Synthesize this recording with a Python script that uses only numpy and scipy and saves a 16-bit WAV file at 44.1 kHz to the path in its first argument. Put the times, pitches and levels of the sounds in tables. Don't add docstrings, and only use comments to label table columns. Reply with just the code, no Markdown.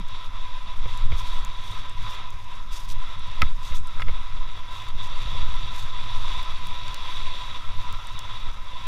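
import sys
import numpy as np
from scipy import signal
from scipy.fft import rfft, irfft, next_fast_len
from scipy.io import wavfile
from scipy.ndimage import uniform_filter1d, map_coordinates

SR = 44100
rng = np.random.default_rng(int(sys.argv[2]) if len(sys.argv) > 2 else 0)


def to_wav(sig):
    pcm = np.clip(np.atleast_2d(sig), -1, 1) * 32767
    pcm = np.round(pcm).astype(np.int16)
    wavfile.write(sys.argv[1], SR, pcm.T)


def natural_amplitude(level_db):
    exponent = np.asarray(level_db, float) / 20
    return 10 ** exponent


N = 391166

# time_s, heave_db, half_length_s, seat_drumming_db
JOLTS = [(0.0, -20, 0.23, -57), (0.5, -24, 0.45, -67), (.86, -13, 0.1, -47.5), (1.054, -6, 0.074, -43.5),
         (1.136, -8, 0.037, -32.5), (1.386, -12, 0.18, -46), (1.764, -20.5, 0.076, -48),
         (2.026, -15.5, 0.073, -44.5), (2.277, -18.5, 0.07, -58), (2.73, -15, 0.12, -65),
         (2.95, -14, 0.15, -46.5), (3.262, -19.5, 0.09, -46), (3.46, -9, 0.088, -45),
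         (3.782, -11, 0.087, -48.5), (4.08, -5.5, 0.11, -43.5), (4.398, -16, 0.15, -52),
         (4.585, -40, 0.046, -43), (4.999, -9.5, 0.078, -48), (5.224, -9.5, 0.1, -48),
         (5.417, -9.5, 0.19, -44.5), (5.777, -21, 0.23, -44.5), (6.017, -16, 0.092, -43.5),
         (6.205, -11.5, .08, -45), (6.595, -21.5, 0.9, -48.5), (7.24, -16.5, 0.11, -60),
         (7.508, -41, .12, -48), (7.74, -17.5, .1, -46), (7.944, -15, 0.065, -46), (8.25, -53, 0.36, -51),
         (8.513, -17, 0.1, -62)]
# start_s, peak_db, pitch_hz
BUMPS = [(0.0, -35.5, 161), (0.841, -29.5, 40.8), (0.856, -33.5, 89), (1.024, -35.5, 40),
         (1.125, -20.5, 45), (2.024, -35, 40), (2.939, -41, 41), (3.412, -28, 70), (3.4263, -18.5, 68),
         (3.4259, -31, 209), (3.71, -27.5, 41), (3.717, -51, 174), (3.811, -32, 40), (4.001, -38, 40),
         (4.091, -30, 45), (4.114, -32, 50), (4.948, -31, 40), (5.255, -26, 39.8), (5.33, -35, 70),
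         (5.426, -24, 48), (5.487, -28.5, 49.4), (6.152, -36, 41), (6.373, -31, 40)]
# frequency_hz, level_db
HEAVE_SPECTRUM = [(1.5, -70), (4, 0), (10, -8.5), (15, -3.5), (21, -11), (30, -19.5), (50, -120)]
# frequency_hz, level_db
RUMBLE_SPECTRUM = [(12, -37), (20, -2), (30, -11), (45, -12.5), (65, -19), (130, -29), (165, -31),
                   (215, -30), (270, -43), (450, -47.5), (700, -120)]
# frequency_hz, level_db
SEAT_SPECTRUM = [(40, -40), (65, -9), (80, -4), (100, 0.5), (115, -4), (140, -17.5), (200, -67)]
# frequency_hz, level_db
HIGH_FLOOR_SPECTRUM = [(3000, -120), (5000, 12.5), (7200, -1), (8000, -23), (10200, 1), (11000, -27), (15200, -17),
                       (15500, -120)]
# frequency_hz, level_db
MIST_SPECTRUM = [(800, -120), (1500, -11.5), (3500, -1), (6000, 1), (8000, -5.5), (11000, -9.5),
                 (15000, -12), (15900, -120)]
# time_s, peak_db, half_length_s
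GUSHES = [(0.905, -68, .06), (1.023, -74, .04), (1.19, -59, 0.031), (1.3, -63.5, 0.12),
          (1.714, -63.5, 0.11), (2.055, -65, 0.043), (2.124, -59, 0.043), (2.362, -73, 0.058),
          (2.755, -51, 0.033), (2.815, -59, 0.048), (2.907, -54.5, 0.026), (2.532, -76, .06),
          (3.04, -74, .06), (3.202, -80, .05), (3.503, -82, 0.032), (3.678, -59.5, 0.054),
          (3.764, -58.5, 0.024), (3.874, -73, .03), (4.018, -61.5, 0.019), (4.198, -73, 0.055),
          (4.78, -63.5, .09), (5.052, -63, 0.035), (5.21, -68, .04), (5.36, -69, 0.037),
          (5.793, -56, 0.059), (6.24, -66.5, 0.21), (6.67, -67, 0.078), (7.12, -64.5, 0.092),
          (7.45, -74.5, 0.17), (8.394, -75, .1)]
# start_s, end_s, pitch_hz, level_db
SQUEAK = (6.105, 6.19, 9950, -67)
# start_s, peak_db, ring_hz, snap_db
PELLETS = [(0.0845, -47, 9000, 1), (0.9755, -36, 7100, -18), (1.449, -32.5, 7200, 4),
           (1.8965, -42, 8000, -16), (2.305, -41, 7100, -10), (3.195, -47, 10000, -9),
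           (3.3145, -48, 6950, -10), (3.772, -41, 7000, -6), (3.7835, -40, 7500, -8),
           (3.7905, -51, 7000, -8), (3.8005, -44, 8000, -8), (3.8725, -40, 8800, -12),
           (3.8815, -47, 7500, -6), (4.887, -40, 7460, -12), (5.557, -47, 10000, 9), (5.763, -37, 9100, -2),
           (6.4295, -41, 10900, 8), (6.67, -35, 9800, 3), (6.818, -61, 11000, -20), (6.881, -37, 4700, -14),
           (6.9445, -27.5, 5940, -4), (7.9265, -38, 7160, 8), (8.071, -38, 8540, -4),
           (8.1917, -30.5, 7150, 1)]
# start_s, peak_db, wood_db, t60_s, centre_hz
KNOCKS = [(0.855, -35, 5, 0.05, 1500), (1.118, -29, 3.5, 0.05, 1900), (3.415, -20, -4, 0.021, 1300),
          (3.4192, -7, -22.5, 0.013, 1510), (3.4225, -15, -18, 0.0062, 1800),
          (3.427, -18.5, -9, 0.024, 1400), (3.466, -45, -16, 0.068, 1970), (3.718, -34, -4, 0.054, 1800),
          (3.9953, -23.5, -10, 0.019, 1500), (4.003, -28.5, -19, 0.053, 1400),
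          (4.019, -17, -7, 0.019, 2090), (4.068, -30, -6, 0.039, 1200), (4.082, -29, 1, 0.023, 2100),
          (4.093, -28, 5, 0.019, 1300), (5.273, -28, -2.5, 0.03, 700), (5.346, -33.5, 4, 0.034, 553)]
# centre_hz, width_hz, level_db
MOUNT_MODES = [(860, 280, -6.5), (1300, 67, 2.5), (1605, 110, -10.5), (2100, 190, 2), (2620, 1500, -8),
               (3420, 180, -1.5), (4660, 500, -7)]
# centre_hz, width_hz, level_db
CASE_MODES = [(564, 138, -20), (1000.8, 35, 1), (1327, 98, -11), (1567, 15, -12.5), (2000, 317, -18.5),
              (2695, 206, -14.5), (3425, 230, -8), (3829, 159, -8), (4466, 263, -20.5), (5830, 590, -27),
              (7100, 160, -29.5)]
# frequency_hz, level_db
SNOW_SPECTRUM = [(150, -120), (250, -21), (700, -30), (1200, -23.5), (2500, -20), (4000, -41),
                 (6500, -47.5), (9000, -39.5), (15500, -76), (17000, -120)]
# time_s, hiss_db
PRESSURE = [(0, -40.5), (.55, -42), (1.0, -39), (1.31, -39), (1.5, -40.5), (2.15, -39), (2.5, -42.5),
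            (2.85, -44), (3.1, -41), (3.7, -41.5), (4.4, -43), (4.9, -39.5), (5.3, -38), (5.9, -39.5),
            (6.27, -36.5), (6.62, -39.5), (7.1, -37), (8.87, -40)]
# time_s, depth_db, half_length_s
LIFTS = [(0.045, 4, 0.048), (0.31, 3.5, 0.035), (.64, 2, 0.024), (0.79, 3, 0.067), (1.08, 5, 0.037),
         (1.93, 3, 0.065), (2.383, 4.5, 0.1), (2.646, 3, 0.041), (2.96, 2, .03), (3.185, 2.5, 0.031),
         (3.558, 6, 0.039), (3.819, 5.5, 0.04), (4.047, 5, 0.034), (4.67, 2, 0.034), (4.94, 5, 0.035),
         (6.19, 2, .03), (7.68, 3, 0.11), (8.07, 2, 0.24), (5.62, 0, 0.072), (8.61, 4, 0.14)]


def unit(x):
    return x / np.sqrt(np.mean(x ** 2) + 1e-20)


def along(points, hz):
    f, value = np.transpose(points)
    return np.interp(np.log(hz + 0.1), np.log(f + 0.1), value)


def wobble(rate_hz):
    return map_coordinates(rng.standard_normal(1000), [np.arange(N) * rate_hz / SR])


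def filtered(x, response):
    m = next_fast_len(N + SR // 2)
    return irfft(rfft(x, m) * response(np.fft.rfftfreq(m, 1 / SR)), m)[:N]


def noise(spectrum):
    return unit(filtered(rng.standard_normal(N), lambda hz: natural_amplitude(along(spectrum, hz))))


def resonance(hz, centre_hz, width_hz):
    damping = 1j * hz * width_hz
    return damping / (centre_hz ** 2 - hz ** 2 + damping)


def resonances(modes, hz):
    total = 0
    for k, (centre_hz, width_hz, level_db) in enumerate(modes):
        total = total + (-1) ** k * natural_amplitude(level_db) * resonance(hz, centre_hz, width_hz)
    return total


def case(hz):
    return resonances(CASE_MODES, hz)


def crunch(patchy_db, grains_hz, spread_db, grain_db):
    z = signal.stft(rng.standard_normal(N), nperseg=512)[2]
    field = uniform_filter1d(rng.standard_normal(z.shape), size=6, axis=0)
    field = uniform_filter1d(field, size=10, axis=1)
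    rush = signal.istft(z * natural_amplitude(patchy_db * unit(field)), nperseg=512)[1][:N]
    breaks = rng.random(N) < grains_hz / SR
    size_db = spread_db * np.minimum(rng.exponential(size=N), 2)
    crystals = breaks * rng.standard_normal(N) * natural_amplitude(size_db)
    return unit(rush) + natural_amplitude(grain_db) * unit(crystals)


def swells(time_s, peak_db, half_s, hold):
    coarse = np.arange(0, N, 64)
    away = np.abs(coarse / SR - time_s[:, None]) / half_s[:, None]
    power = natural_amplitude(2 * (peak_db[:, None] - 10 * away ** hold)).sum(axis=0)
    return np.interp(np.arange(N), coarse, power)


def over(calm_db, power):
    return 10 * np.log10(natural_amplitude(2 * calm_db) + power)


def shaking():
    calm_heave_db, calm_seat_db, calm_rumble_db = -25.5, -54, -50
    hold = 1.47
    time_s, heave, half_s, seat = np.transpose(JOLTS)
    heave_db = over(calm_heave_db, swells(time_s, heave, half_s, hold))
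    seat_db = over(calm_seat_db, swells(time_s, seat, half_s, hold))
    rumble_db = calm_rumble_db + 0.17 * (heave_db - calm_heave_db) + 0.32 * (seat_db - calm_seat_db)
    return heave_db, rumble_db, seat_db


def bumps():
    out, t = np.zeros(N + SR), np.arange(SR // 4) / SR
    onset = 1 - np.exp(-t / 0.0022)
    for start_s, peak_db, pitch_hz in BUMPS:
        turns = pitch_hz * (t + 0.0042 * (1 - np.exp(-t / 0.0044)))
        decay = natural_amplitude(peak_db - 60 * t * np.sqrt(pitch_hz) / 1.1)
        out[round(start_s * SR):][:len(t)] -= decay * onset * np.sin(2 * np.pi * turns)
    return natural_amplitude(7.5) * out[:N]


def ride():
    heave_db, rumble_db, seat_db = shaking()
    bob_hz = 6.0 * natural_amplitude(1.573 * wobble(6.6))
    bob = np.sqrt(2) * np.sin(2 * np.pi * np.cumsum(bob_hz) / SR)
    swing = natural_amplitude(heave_db - 1.4) * (bob + 0.6 * noise(HEAVE_SPECTRUM)) + bumps()
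    heave = 0.5 * np.tanh(swing / 0.5)
    lumps = unit(natural_amplitude(0.49 * wobble(11) + 2.4 * wobble(25)))
    rumble = natural_amplitude(rumble_db + 8.0) * noise(RUMBLE_SPECTRUM)
    drumming = natural_amplitude(seat_db + 4.0) * noise(SEAT_SPECTRUM)
    return heave + lumps * (rumble + drumming)


def weight_on_runners():
    time_s, hiss_db = np.transpose(PRESSURE)
    return np.interp(np.arange(N) / SR, time_s, hiss_db)


def thrown():
    weight_db = weight_on_runners()
    drizzle_db = -71.5 + 0.43 * (weight_db - weight_db.mean()) + 0.51 * wobble(12)
    return over(drizzle_db, swells(*np.transpose(GUSHES), hold=2.5)) + 1.2 * wobble(35)


def spray():
    grains = natural_amplitude(1.5 * wobble(70)) * crunch(1.7, 1500, 5, -2.5)
    shell = filtered(grains, lambda hz: natural_amplitude(along(MIST_SPECTRUM, hz)) * (1 + 3 * abs(case(hz))))
    return natural_amplitude(thrown() + 10.5) * unit(shell) + natural_amplitude(-65.0) * noise(HIGH_FLOOR_SPECTRUM)


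def squeak():
    start_s, end_s, pitch_hz, level_db = SQUEAK
    out, t = np.zeros(N), np.arange(round((end_s - start_s) * SR)) / SR
    knots = rng.standard_normal((2, 1000))
    level_waver, phase_waver = [np.interp(t * 150, np.arange(1000), k) for k in knots]
    fade = np.clip(np.minimum(t, t[::-1]) / 0.006, 0, 1)
    tone = np.sin(2 * np.pi * pitch_hz * t + phase_waver)
    out[round(start_s * SR):][:len(t)] = natural_amplitude(level_db + 2 * level_waver) * fade * tone
    return out


def pellets():
    out, t = np.zeros(N + SR), np.arange(512) / SR
    hz = np.fft.rfftfreq(len(t), 1 / SR)
    bands = [resonance(hz, 5600, 7000) ** 2, resonance(hz, 13200, 4500) ** 2]
    for start_s, peak_db, ring_hz, snap_db in PELLETS:
        dust = rng.standard_normal((2, len(t))) * natural_amplitude(-60 * t / 0.0055)
        ring = 0.5 * np.sin(2 * np.pi * ring_hz * t) * natural_amplitude(-60 * t / 0.0035)
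        spit, snap = irfft(rfft(dust) * bands)
        burst = 0.07 * (unit(spit) + natural_amplitude(snap_db - 10.5) * unit(snap))
        out[round(start_s * SR):][:len(t)] += natural_amplitude(peak_db + 7.5) * (ring + burst)
    return out[:N]


def knocks():
    out, t = np.zeros(N + SR), np.arange(4096) / SR
    hz = np.fft.rfftfreq(len(t), 1 / SR)
    onset = 1 - np.exp(-t / 0.00024)
    mount = natural_amplitude(14.5) * resonances(MOUNT_MODES, hz)
    for start_s, peak_db, wood_db, t60_s, centre_hz in KNOCKS:
        burst = rng.standard_normal((3, len(t))) * natural_amplitude(peak_db - 60 * t / t60_s) * onset
        body = rfft(burst[0]) * resonance(hz, centre_hz, 0.95 * centre_hz) ** 2 * mount
        wood = rfft(burst[1]) * resonance(hz, 488, 380) ** 2 * natural_amplitude(wood_db + 12.5)
        crack_db = -14 - 0.94 * wood_db
        crack = rfft(burst[2] * natural_amplitude(-60 * t / 0.01)) * resonance(hz, 2800, 2960) ** 2 * natural_amplitude(crack_db)
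        out[round(start_s * SR):][:len(t)] += irfft(body + wood + crack)
    return out[:N]


def contact():
    t, weight_db = np.arange(N) / SR, weight_on_runners()
    lift_db = sum(depth_db * np.exp(-((t - time_s) / half_s) ** 2) for time_s, depth_db, half_s in LIFTS)
    bright_db = -1.77 + 0.81 * (weight_db - weight_db.mean()) - 1.1 * lift_db + 0.28 * wobble(9)
    second_db = 0.53 + 2.0 * wobble(7.2)
    return weight_db - lift_db + 1.036, bright_db, second_db


def runners():
    hiss_db, bright_db, second_db = contact()
    flutter_db = 0.3 * wobble(13) + 0.84 * wobble(40)
    scrape = natural_amplitude(flutter_db) * crunch(1.1, 1500, 6.7, -7.5)
    heard = unit(filtered(scrape, lambda hz: np.hypot(abs(case(hz)), natural_amplitude(along(SNOW_SPECTRUM, hz)))))
    upper = filtered(heard, lambda hz: 1 / (1 + (2900 / (hz + 1)) ** 8))
    second = filtered(heard, lambda hz: 1 / (1 + ((hz - 1320) / 140) ** 4))
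    return natural_amplitude(hiss_db) * (heard + (natural_amplitude(bright_db) - 1) * upper + (natural_amplitude(second_db) - 1) * second)


def scene():
    steady = filtered(ride() + spray() + squeak() + runners(), lambda hz: hz < 15300)
    return np.tile(steady + pellets() + knocks(), (2, 1))


def top_cut(x):
    return signal.sosfilt(signal.butter(12, 15790, fs=SR, output="sos"), x)


def record(dry):
    swing = uniform_filter1d(np.abs(dry[0]), size=2048)
    calm = uniform_filter1d((swing < 0.15) * (1 + 2.0 * wobble(43)), size=700)
    offset = natural_amplitude(-60.5) * calm * np.array([[1], [-1]])
    return top_cut(dry + offset)


dry = scene()
out = record(dry)
to_wav(out)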